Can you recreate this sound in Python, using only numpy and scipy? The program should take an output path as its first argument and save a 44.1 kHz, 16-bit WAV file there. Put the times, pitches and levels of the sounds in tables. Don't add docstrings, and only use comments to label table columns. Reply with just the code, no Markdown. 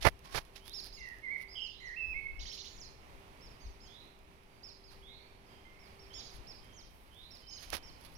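import sys
import numpy as np
from scipy import signal
from scipy.fft import rfft, irfft, next_fast_len
from scipy.io import wavfile
from scipy.ndimage import uniform_filter1d

SR = 44100
rng = np.random.default_rng(int(sys.argv[2]) if len(sys.argv) > 2 else 0)


def level_to_linear(level):
    exponent = np.asarray(level, float) / 20
    return 10 ** exponent


def wav_out(sig):
    wavfile.write(sys.argv[1], SR, np.round(np.clip(np.atleast_2d(sig).T, -1, 1) * 32767).astype(np.int16))


N = 360297
LEFT_LAG_SAMPLES = 15

# (start [s], length [s], top [Hz], end [Hz], bend of the fall [exponent], level [dB])
SWALLOW_ARCHES = [(0.729, 0.098, 6800, 4218, 4.44, -58), (0.732, 0.0706, 5613, 4377, 2, -43.5),
                  (0.924, 0.0712, 5438, 3950, 1.56, -51), (0.926, 0.1044, 6725, 3563, 4.23, -56.5),
                  (1.59, 0.124, 7140, 3900, 3.47, -63.5), (1.598, 0.0815, 5484, 4327, 2, -48.5),
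                  (1.8, 0.101, 6913, 3873, 2.85, -59.5), (2.488, 0.086, 5500, 4200, 4.1, -49),
                  (2.677, 0.122, 6860, 4140, 5.4, -60), (3.404, 0.093, 5480, 3700, 3.8, -58.5),
                  (3.408, 0.081, 7420, 4000, 3.7, -68.5), (3.597, 0.0936, 6510, 3847, 4.45, -63.5),
                  (3.601, 0.0662, 5190, 3950, 1.24, -57.5), (3.8, 0.102, 6830, 4255, 4.2, -66),
                  (3.801, 0.087, 5350, 4023, 3.26, -57), (4.622, 0.097, 7190, 3660, 4.3, -63),
                  (4.63, 0.0768, 5790, 4204, 1.18, -51), (4.834, 0.104, 6650, 3980, 3.3, -73.5),
                  (4.835, 0.074, 5480, 4070, 1.32, -57), (5.788, 0.09, 5750, 4515, 1.13, -62),
                  (5.99, 0.069, 5710, 4440, 2.42, -59), (6.13, 0.0846, 6907, 4000, 5.6, -51),
                  (6.136, 0.075, 5584, 4040, 2.68, -47.5), (6.248, 0.056, 5500, 3980, 1.22, -53.5),
                  (6.256, 0.063, 6823, 4270, 2.9, -57.5), (6.467, 0.0606, 5688, 4400, 2.27, -48.5),
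                  (6.471, 0.069, 7290, 4060, 3.1, -69), (6.731, 0.0884, 7156, 4010, 1.48, -55.5),
                  (7.303, 0.07, 5836, 4348, 1.344, -52.5), (7.304, 0.099, 7420, 4230, 2.3, -69),
                  (7.465, 0.074, 5445, 4366, 2.8, -52.5), (7.491, 0.0952, 6540, 4357, 7.94, -50),
                  (7.507, 0.0775, 5266, 4200, 2.1, -49.5), (7.824, 0.075, 5790, 4568, 1.47, -54),
                  (7.825, 0.088, 7170, 4330, 2.5, -69), (8.147, 0.07, 5820, 5720, 5.7, -55.5)]
# (frequency [Hz], gain [dB])
SWALLOW_THROAT = [(3300, -12), (4200, -4.5), (5400, -0.47), (6300, -3), (6900, -4), (7400, -15)]
# (time [s], pitch [Hz], level [dB], warble depth [Hz])
THRUSH_SONG = [
    [(.97, 2200, -57, 60), (1.03, 2032, -45, 59.6), (1.1, 1891, -48.5, 60.4), (1.17, 1737, -61, 60)],
    [(1.22, 2157, -65, 0), (1.24, 2179, -41.5, 0.0013), (1.285, 1978, -37.5, 0), (1.325, 2282, -35.5, 0),
     (1.37, 1990, -37, 0)],
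    [(1.48, 4500, -58.5, 150), (1.51, 5110, -53.5, 150), (1.55, 4975, -47.5, 150)],
    [(1.552, 3134, -42.5, 140), (1.6, 3056, -38, 160), (1.685, 2924, -45.5, 160)],
    [(1.8, 2049, -55.5, 90), (1.86, 1990, -43.5, 70), (1.92, 1907, -45.5, 95.5), (1.95, 2121, -44, 20)],
    [(1.96, 2449, -45, 0.0011), (1.975, 2701, -38, 0), (2.03, 2611, -33.5, 0), (2.12, 2611, -35.5, 0),
     (2.14, 2420, -37, 0.0032)],
    [(2.14, 2071, -42, 0.0022), (2.165, 2210, -35.5, 0), (2.24, 2210, -39.5, 0),
     (2.275, 2157, -35.5, 0.0026)],
    [(2.795, 7340, -53, 199), (2.82, 5400, -48, 200), (2.85, 4190, -53.5, 200), (2.88, 4000, -61.5, 200)],
]
# (start [s], level [dB])
CHURR_SYLLABLES = [
    (2.391, -46),
    (2.452, -44.5),
    (2.513, -45),
    (2.574, -45),
    (2.64, -48),
]
# (time after its start [s], pitch [Hz], level [dB], warble depth [Hz])
CHURR_VOICES = [
    [(0, 2300, -5.5, 251.2), (.02, 4104, 0, 351.5), (.05, 4185, -1.5, 403.5)],
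    [(0, 5000, -3.5, 304.2), (.015, 6000, -6, 450), (.05, 6000, -8, 491)],
]
# (time [s], pitch [Hz], level [dB], warble depth [Hz])
FAR_NOTES = [
    [(.25, 1090, -56, 0), (.33, 1092, -63, 0)],
    [(.6, 2960, -66, 80), (.68, 3478, -58, 80), (.735, 4103, -48.5, 80)],
    [(1.69, 3266, -59.5, 80), (1.78, 4000, -59, 80), (1.88, 4403, -60.5, 80)],
    [(3.0, 8350, -91, 0), (3.12, 7860, -82, 0.0013), (3.3, 7560, -87.5, 0)],
    [(3.84, 2946, -66, 80), (3.94, 3623, -55.5, 80), (4.03, 4225, -60, 80)],
    [(.97, 2772, -58, 60), (1.08, 2700, -67, 60)],
    [(4.5, 4740, -79, 50), (4.6, 4815, -72.5, 50)],
    [(5.02, 3105, -61, 80), (5.1, 3743, -53, 80), (5.17, 4342, -64, 80), (5.28, 4428, -68.5, 80)],
    [(5.07, 2153, -63.5, 30), (5.16, 2150, -71.5, 30), (5.25, 2400, -64, 30)],
    [(5.46, 5080, -70, 150), (5.54, 4900, -69, 150)],
    [(5.5, 3190, -67, 60), (5.7, 3090, -75.5, 60)],
    [(5.65, 2097, -57, 0), (5.69, 2088, -59, 0)],
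    [(5.72, 2126, -72, 29.9), (5.85, 2300, -63, 30)],
    [(6.1, 2984, -57, 80), (6.18, 3581, -54.5, 80), (6.25, 4335, -61.5, 80)],
    [(6.62, 3160, -66.5, 59.6), (6.85, 3180, -69, 59.7)],
    [(7.11, 3035, -64, 80), (7.2, 3689, -53.5, 80), (7.3, 4350, -64.5, 80)],
    [(7.42, 3072, -61.5, 40.3), (7.6, 3030, -65.5, 40), (7.9, 3112, -68, 40)],
]
# (frequency [Hz], gain [dB])
LEFT_PORT_SHADE = [(500, 3), (1500, -3), (2400, -16.5), (4400, -12.5), (6800, -9.5), (7600, -17),
                   (11000, -5)]
# (frequency [Hz], gain [dB])
RIGHT_PORT_RESONANCE = [(6000, -0.1433), (6900, -1.5), (7600, -20.5), (9000, -9.5), (11000, -1.04)]
# (time [s], dull scrape level [dB], brighter part re dull [dB])
FINGER_SCUFFS = [
    [(.008, -65.5, 10), (.03, -50.5, 10), (.044, -50, 4), (.05, -26.5, -12), (.068, -22, -14.5),
     (.088, -30.5, -9.5), (.097, -69.5, -11.5)],
    [(.24, -68.5, 7), (.26, -63, 5), (.285, -71.5, 4.5), (.315, -61.5, 4), (.34, -55.5, 5.5),
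     (.348, -34.5, -5.5), (.365, -38.5, -1), (.388, -40.5, -1), (.395, -58, 1), (.42, -64.5, 2.5)],
    [(.55, -78.5, 5.5), (.562, -62, 11.5), (.585, -70, 7.5), (.61, -75.5, 7.5)],
    [(4.9, -77.5, -2.5), (4.92, -63, 1), (4.95, -72.5, 0)],
    [(7.6, -73, 8), (7.635, -62.5, 7.5), (7.66, -71.5, 8), (7.72, -66.5, 4), (7.731, -40, -0.5),
     (7.745, -46.5, 1.5), (7.778, -56, 0.5), (7.795, -71, 4)],
]
# (frequency [Hz], density [dB per Hz])
SCUFF_DULL = [(40, 0), (120, -0.5), (270, -8), (700, -1), (1400, -5), (2500, -10), (4000, -36.5),
              (8000, -53.5)]
# (frequency [Hz], density [dB per Hz])
SCUFF_BRIGHT = [(800, -19.5), (1800, -1), (3300, 0), (5500, -2), (7700, -17), (10800, -10), (15800, -24.5)]
# (time [s], level [dB])
SKIN_RUSTLE = [(0.0, -87), (0.02, -75), (0.07, -29.5), (0.09, -46.5), (0.11, -85), (0.29, -85), (0.36, -48),
               (0.39, -55.5), (0.41, -67.5), (0.52, -75), (0.57, -69), (0.63, -70), (0.68, -59.5),
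               (0.75, -64.5), (0.89, -59), (0.91, -78.5), (0.95, -64), (1.0, -72.5), (1.07, -71),
               (1.27, -85), (1.43, -64), (1.45, -82), (2.39, -81), (2.5, -66), (2.98, -83.5), (4.89, -82.5),
               (4.92, -67.5), (5.23, -89), (6.3, -73.5), (6.35, -66), (6.42, -81), (7.4, -71.5),
               (7.55, -78), (7.64, -55), (7.69, -69.5), (7.74, -41), (7.76, -47.5), (7.8, -75.5),
               (7.94, -77.5), (8.06, -64.5), (8.17, -72)]
# (time [s], peak level [dB])
FINGER_TICKS = [(0.1926, -49.5), (0.3097, -55), (0.347, -37.5), (0.4515, -49.5), (0.5648, -47),
                (0.6556, -51), (0.6695, -46.5), (0.6958, -39), (0.7334, -48), (0.7494, -46.5),
                (0.7733, -50), (0.8049, -42.5), (0.8443, -39.5), (0.9419, -56), (1.0889, -47),
                (1.1861, -53), (1.3839, -55), (1.4232, -49), (2.5223, -52.5), (3.4472, -62), (4.191, -56),
                (4.9172, -59), (4.9643, -60.5), (5.0146, -60.5), (5.039, -58), (6.6458, -54.5),
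                (6.9105, -60), (7.1468, -55.5), (7.6099, -48.5), (7.6312, -45), (7.7033, -30),
                (7.733, -41.5), (7.9839, -59), (8.0113, -51)]
# (time [s], level [dB])
SLEEVE_RUSTLE = [(0, -80.5), (.5, -80.5), (2.4, -82.5), (2.6, -68), (2.9, -85.5), (6.8, -87), (6.92, -68),
                 (7.1, -76.5), (7.2, -73), (7.5, -77), (7.7, -79), (8.17, -73.5)]
# (time [s], level [dB])
WIND_GUSTS = [(0.0, -55.5), (0.04, -52.5), (0.09, -44.5), (0.18, -64.5), (0.27, -64), (0.36, -48),
              (0.45, -67), (0.95, -57), (1.36, -67.5), (2.0, -60), (2.09, -46.5), (2.21, -58.5),
              (2.27, -47), (2.46, -48.5), (2.52, -65), (2.84, -61), (2.93, -64), (3.16, -59.5), (3.41, -73),
              (3.5, -54), (3.59, -75), (3.66, -44), (3.75, -61.5), (4.69, -67.5), (4.85, -61),
              (5.46, -68.5), (6.19, -61.5), (6.24, -66), (6.39, -55), (6.46, -60.5), (7.62, -65.5),
              (7.74, -52.5), (7.8, -64), (7.87, -57), (8.01, -64.5), (8.17, -58.5)]
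# (frequency [Hz], left density [dB per Hz], right density [dB per Hz])
TOWN_MURMUR = [(25, -81.5, -83), (80, -86.5, -84), (160, -88, -91.5), (600, -97.5, -91.5), (937, -96, -91),
               (1540, -102, -98.5), (2300, -108, -93.5), (4000, -111, -104), (6000, -118, -108),
               (7160, -117, -116), (9200, -118, -115), (10810, -120, -111), (12800, -121, -116),
               (15500, -124, -120)]
# (time [s], level [dB])
MOTOR_HUM = [(0, -70.5), (3, -72.5), (6.4, -70), (6.8, -82), (8.17, -93)]


def colour(x, hz, db):
    size = next_fast_len(N + 4096)
    log_hz = np.log(np.arange(1, size // 2 + 2) * SR / size)
    gain = level_to_linear(np.interp(log_hz, np.log(hz), db))
    return irfft(rfft(x, size) * gain, size)[..., :N]


def unit(x):
    return x / np.sqrt(np.mean(x ** 2))


def curve(s, values):
    return np.interp(np.arange(N) / SR, s, values)


def walk(rate_hz, count=N):
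    hold = max(int(SR / rate_hz), 2)
    steps = np.repeat(rng.standard_normal(count // hold + 1), hold)
    return 1.299 * uniform_filter1d(uniform_filter1d(steps, hold), hold)[:count]


def add_tone(out, start_s, hz, gain, second_db, fifth_db=-70):
    first, count = int(start_s * SR), len(hz)
    phase = 2 * np.pi * np.cumsum(hz) / SR
    overtones = level_to_linear(second_db) * np.sin(2 * phase) + level_to_linear(fifth_db) * np.sin(5 * phase)
    tone = np.sin(phase) + (hz < 4000) * overtones
    ramp = np.arange(count)
    edge = np.minimum(ramp, ramp[::-1]) / (0.00334 * SR)
    out[first:first + count] += (np.sqrt(2) * tone * gain * np.minimum(edge, 1))[:N - first]


def whistle(table, warble_hz, flutter, second_db, fifth_db=-70):
    out = np.zeros(N)
    for note in table:
        s, hz, db, depth_hz = np.transpose(note)
        t = np.arange(s[0], s[-1], 1 / SR)
        pitch_hz = uniform_filter1d(np.interp(t, s, hz), int(0.01436 * SR), mode="nearest")
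        warble = np.sin(2 * np.pi * warble_hz * t) + flutter * walk(3 * warble_hz, count=len(t))
        pitch_hz = pitch_hz + np.interp(t, s, depth_hz) * warble
        add_tone(out, s[0], pitch_hz, level_to_linear(np.interp(t, s, db)), second_db, fifth_db)
    return out


def swallows():
    out = np.zeros(N)
    for start_s, length_s, top_hz, end_hz, bend, db in SWALLOW_ARCHES:
        t = np.arange(0, 1.079 * length_s, 1 / SR)
        leap_hz = 2200 * np.exp(-t / .006)
        fall_hz = (top_hz - end_hz) * (t / length_s) ** bend
        drop_hz = 250 * (t / length_s) ** 9
        hz = top_hz - leap_hz - fall_hz - drop_hz
        effort_db = (top_hz > 6200) * 8 * (t / length_s - .6)
        throat_db = np.interp(hz, *np.transpose(SWALLOW_THROAT))
        flutter_db = 2.15 * walk(88.7, count=len(t))
        gain = level_to_linear(db + 1.0 + effort_db + throat_db + flutter_db)
        add_tone(out, start_s, hz + 25 * walk(300, count=len(t)), gain, second_db=-60)
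    return out


def thrush():
    churr = []
    for start_s, db in CHURR_SYLLABLES:
        for voice in CHURR_VOICES:
            churr.append(np.add(voice, (start_s, 0, db, 0)))
    song = whistle(THRUSH_SONG, warble_hz=95, flutter=0.4853, second_db=-36, fifth_db=-47.5)
    return song + whistle(churr, warble_hz=210, flutter=1.194, second_db=-29)


def far_birds():
    return whistle(FAR_NOTES, warble_hz=70, flutter=0.778, second_db=-49)


def outdoors(x, wet_db, t60_s, build_s, slap_s, slap_db, dull_db):
    t = np.arange(int(.9 * SR)) / SR
    tail = rng.standard_normal((2, len(t))) * level_to_linear(-60 * t / t60_s) * np.minimum(t / build_s, 1) ** 2
    tail *= level_to_linear(wet_db) / np.sqrt(np.sum(tail ** 2, axis=1, keepdims=True))
    tail[:, int(slap_s * SR)] += level_to_linear(slap_db)
    echoes = signal.fftconvolve(x[None], tail, axes=1)[:, :N]
    echoes = colour(echoes, [5400, 7000], [0, dull_db])
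    left, right = echoes + [np.roll(x, LEFT_LAG_SAMPLES), x]
    left = colour(left, *np.transpose(LEFT_PORT_SHADE))
    return np.array([left, colour(right, *np.transpose(RIGHT_PORT_RESONANCE))])


def scuffs():
    dull = unit(colour(rng.standard_normal(N), *np.transpose(SCUFF_DULL)))
    bright = unit(colour(rng.standard_normal(N), *np.transpose(SCUFF_BRIGHT)))
    out = np.zeros(N)
    for scuff in FINGER_SCUFFS:
        s, db, bright_db = np.transpose(scuff)
        contact = uniform_filter1d(curve([s[0], s[0], s[-1], s[-1]], [0, 1, 1, 0]), 300)
        out += contact * level_to_linear(curve(s, db) + 6) * (dull + bright * level_to_linear(curve(s, bright_db)))
    return out * level_to_linear(2.075 * walk(250))


def ticks():
    s, peak_db = np.transpose(FINGER_TICKS)
    clicks = np.zeros(N)
    clicks[(s * SR).astype(int)] = level_to_linear(peak_db + 17)
    return colour(clicks, [800, 2500, 6000, 7600, 11000, 15800], [-25.5, -1, 4, -11, 2.94, -11.5])


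def fingers():
    grain_db = 3.13 * rng.exponential(size=(2, N)) + 3.9 * np.array([walk(27), walk(60)])
    grains = rng.standard_normal((2, N)) * level_to_linear(grain_db)
    cloth = unit(colour(grains[0], [6000, 8500, 12500, 15800], [-20, -5, -1.5, -5.5]))
    skin = unit(colour(grains[1], [1500, 5000, 7600, 9000, 11000, 13500, 15800],
                       [-4.5, 0, -20.5, -11, -0.78, -16.5, -14.5]))
    right = scuffs() + skin * level_to_linear(curve(*np.transpose(SKIN_RUSTLE)) + 5.0) + ticks()
    thud = colour(right, [100, 400, 900], [-27, -30, -60])
    return np.array([thud + cloth * level_to_linear(curve(*np.transpose(SLEEVE_RUSTLE))), right])


def wind():
    puffs = rng.standard_normal((3, N))
    rumble = colour(puffs[:2] + 0.897 * puffs[2], [12, 25, 50, 90, 200, 500], [-7, 5.64, 2.5, -10.5, -32, -60])
    tilt_db = np.array([[3.0], [-1.5]])
    flutter_db = 2 * np.array([walk(12), walk(12)])
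    return unit(rumble) * level_to_linear(curve(*np.transpose(WIND_GUSTS)) + tilt_db + flutter_db)


def town():
    hz, left_db, right_db = np.transpose(TOWN_MURMUR)
    common, own = rng.standard_normal(N), rng.standard_normal((2, N))
    ports = np.array([np.roll(common, LEFT_LAG_SAMPLES), common])
    ports = colour(ports, [300, 900, 3000], [-.5, -3, -8]) + colour(own, [300, 900, 3000], [-8, -3, -.7])
    ports *= np.sqrt(SR / 2) * level_to_linear(1.0 * walk(1.459) + 1.03 * walk(14))
    return np.array([colour(ports[0], hz, left_db), colour(ports[1], hz, right_db)])


def motor():
    hz = 391.6 + 1.522 * walk(5)
    level_db = curve(*np.transpose(MOTOR_HUM)) + 2 * walk(9.7)
    return np.sqrt(2) * np.sin(2 * np.pi * np.cumsum(hz) / SR) * level_to_linear(level_db)


def scene():
    high = outdoors(swallows(), wet_db=-4, t60_s=0.443, build_s=0.0373, slap_s=0.073, slap_db=-13.5, dull_db=-0.5)
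    tree = outdoors(thrush(), wet_db=-3.5, t60_s=0.585, build_s=0.01096, slap_s=.04, slap_db=-9, dull_db=0)
    far = outdoors(far_birds(), wet_db=0.0, t60_s=0.59, build_s=0.0352, slap_s=.05, slap_db=-11, dull_db=-5.5)
    return high + tree + far + fingers() + wind() + town() + motor()


def low_pass(x):
    return signal.sosfilt(signal.butter(12, 15940, fs=SR, output="sos"), x)


def record(dry):
    return low_pass(dry)


dry = scene()
out = record(dry)
wav_out(out)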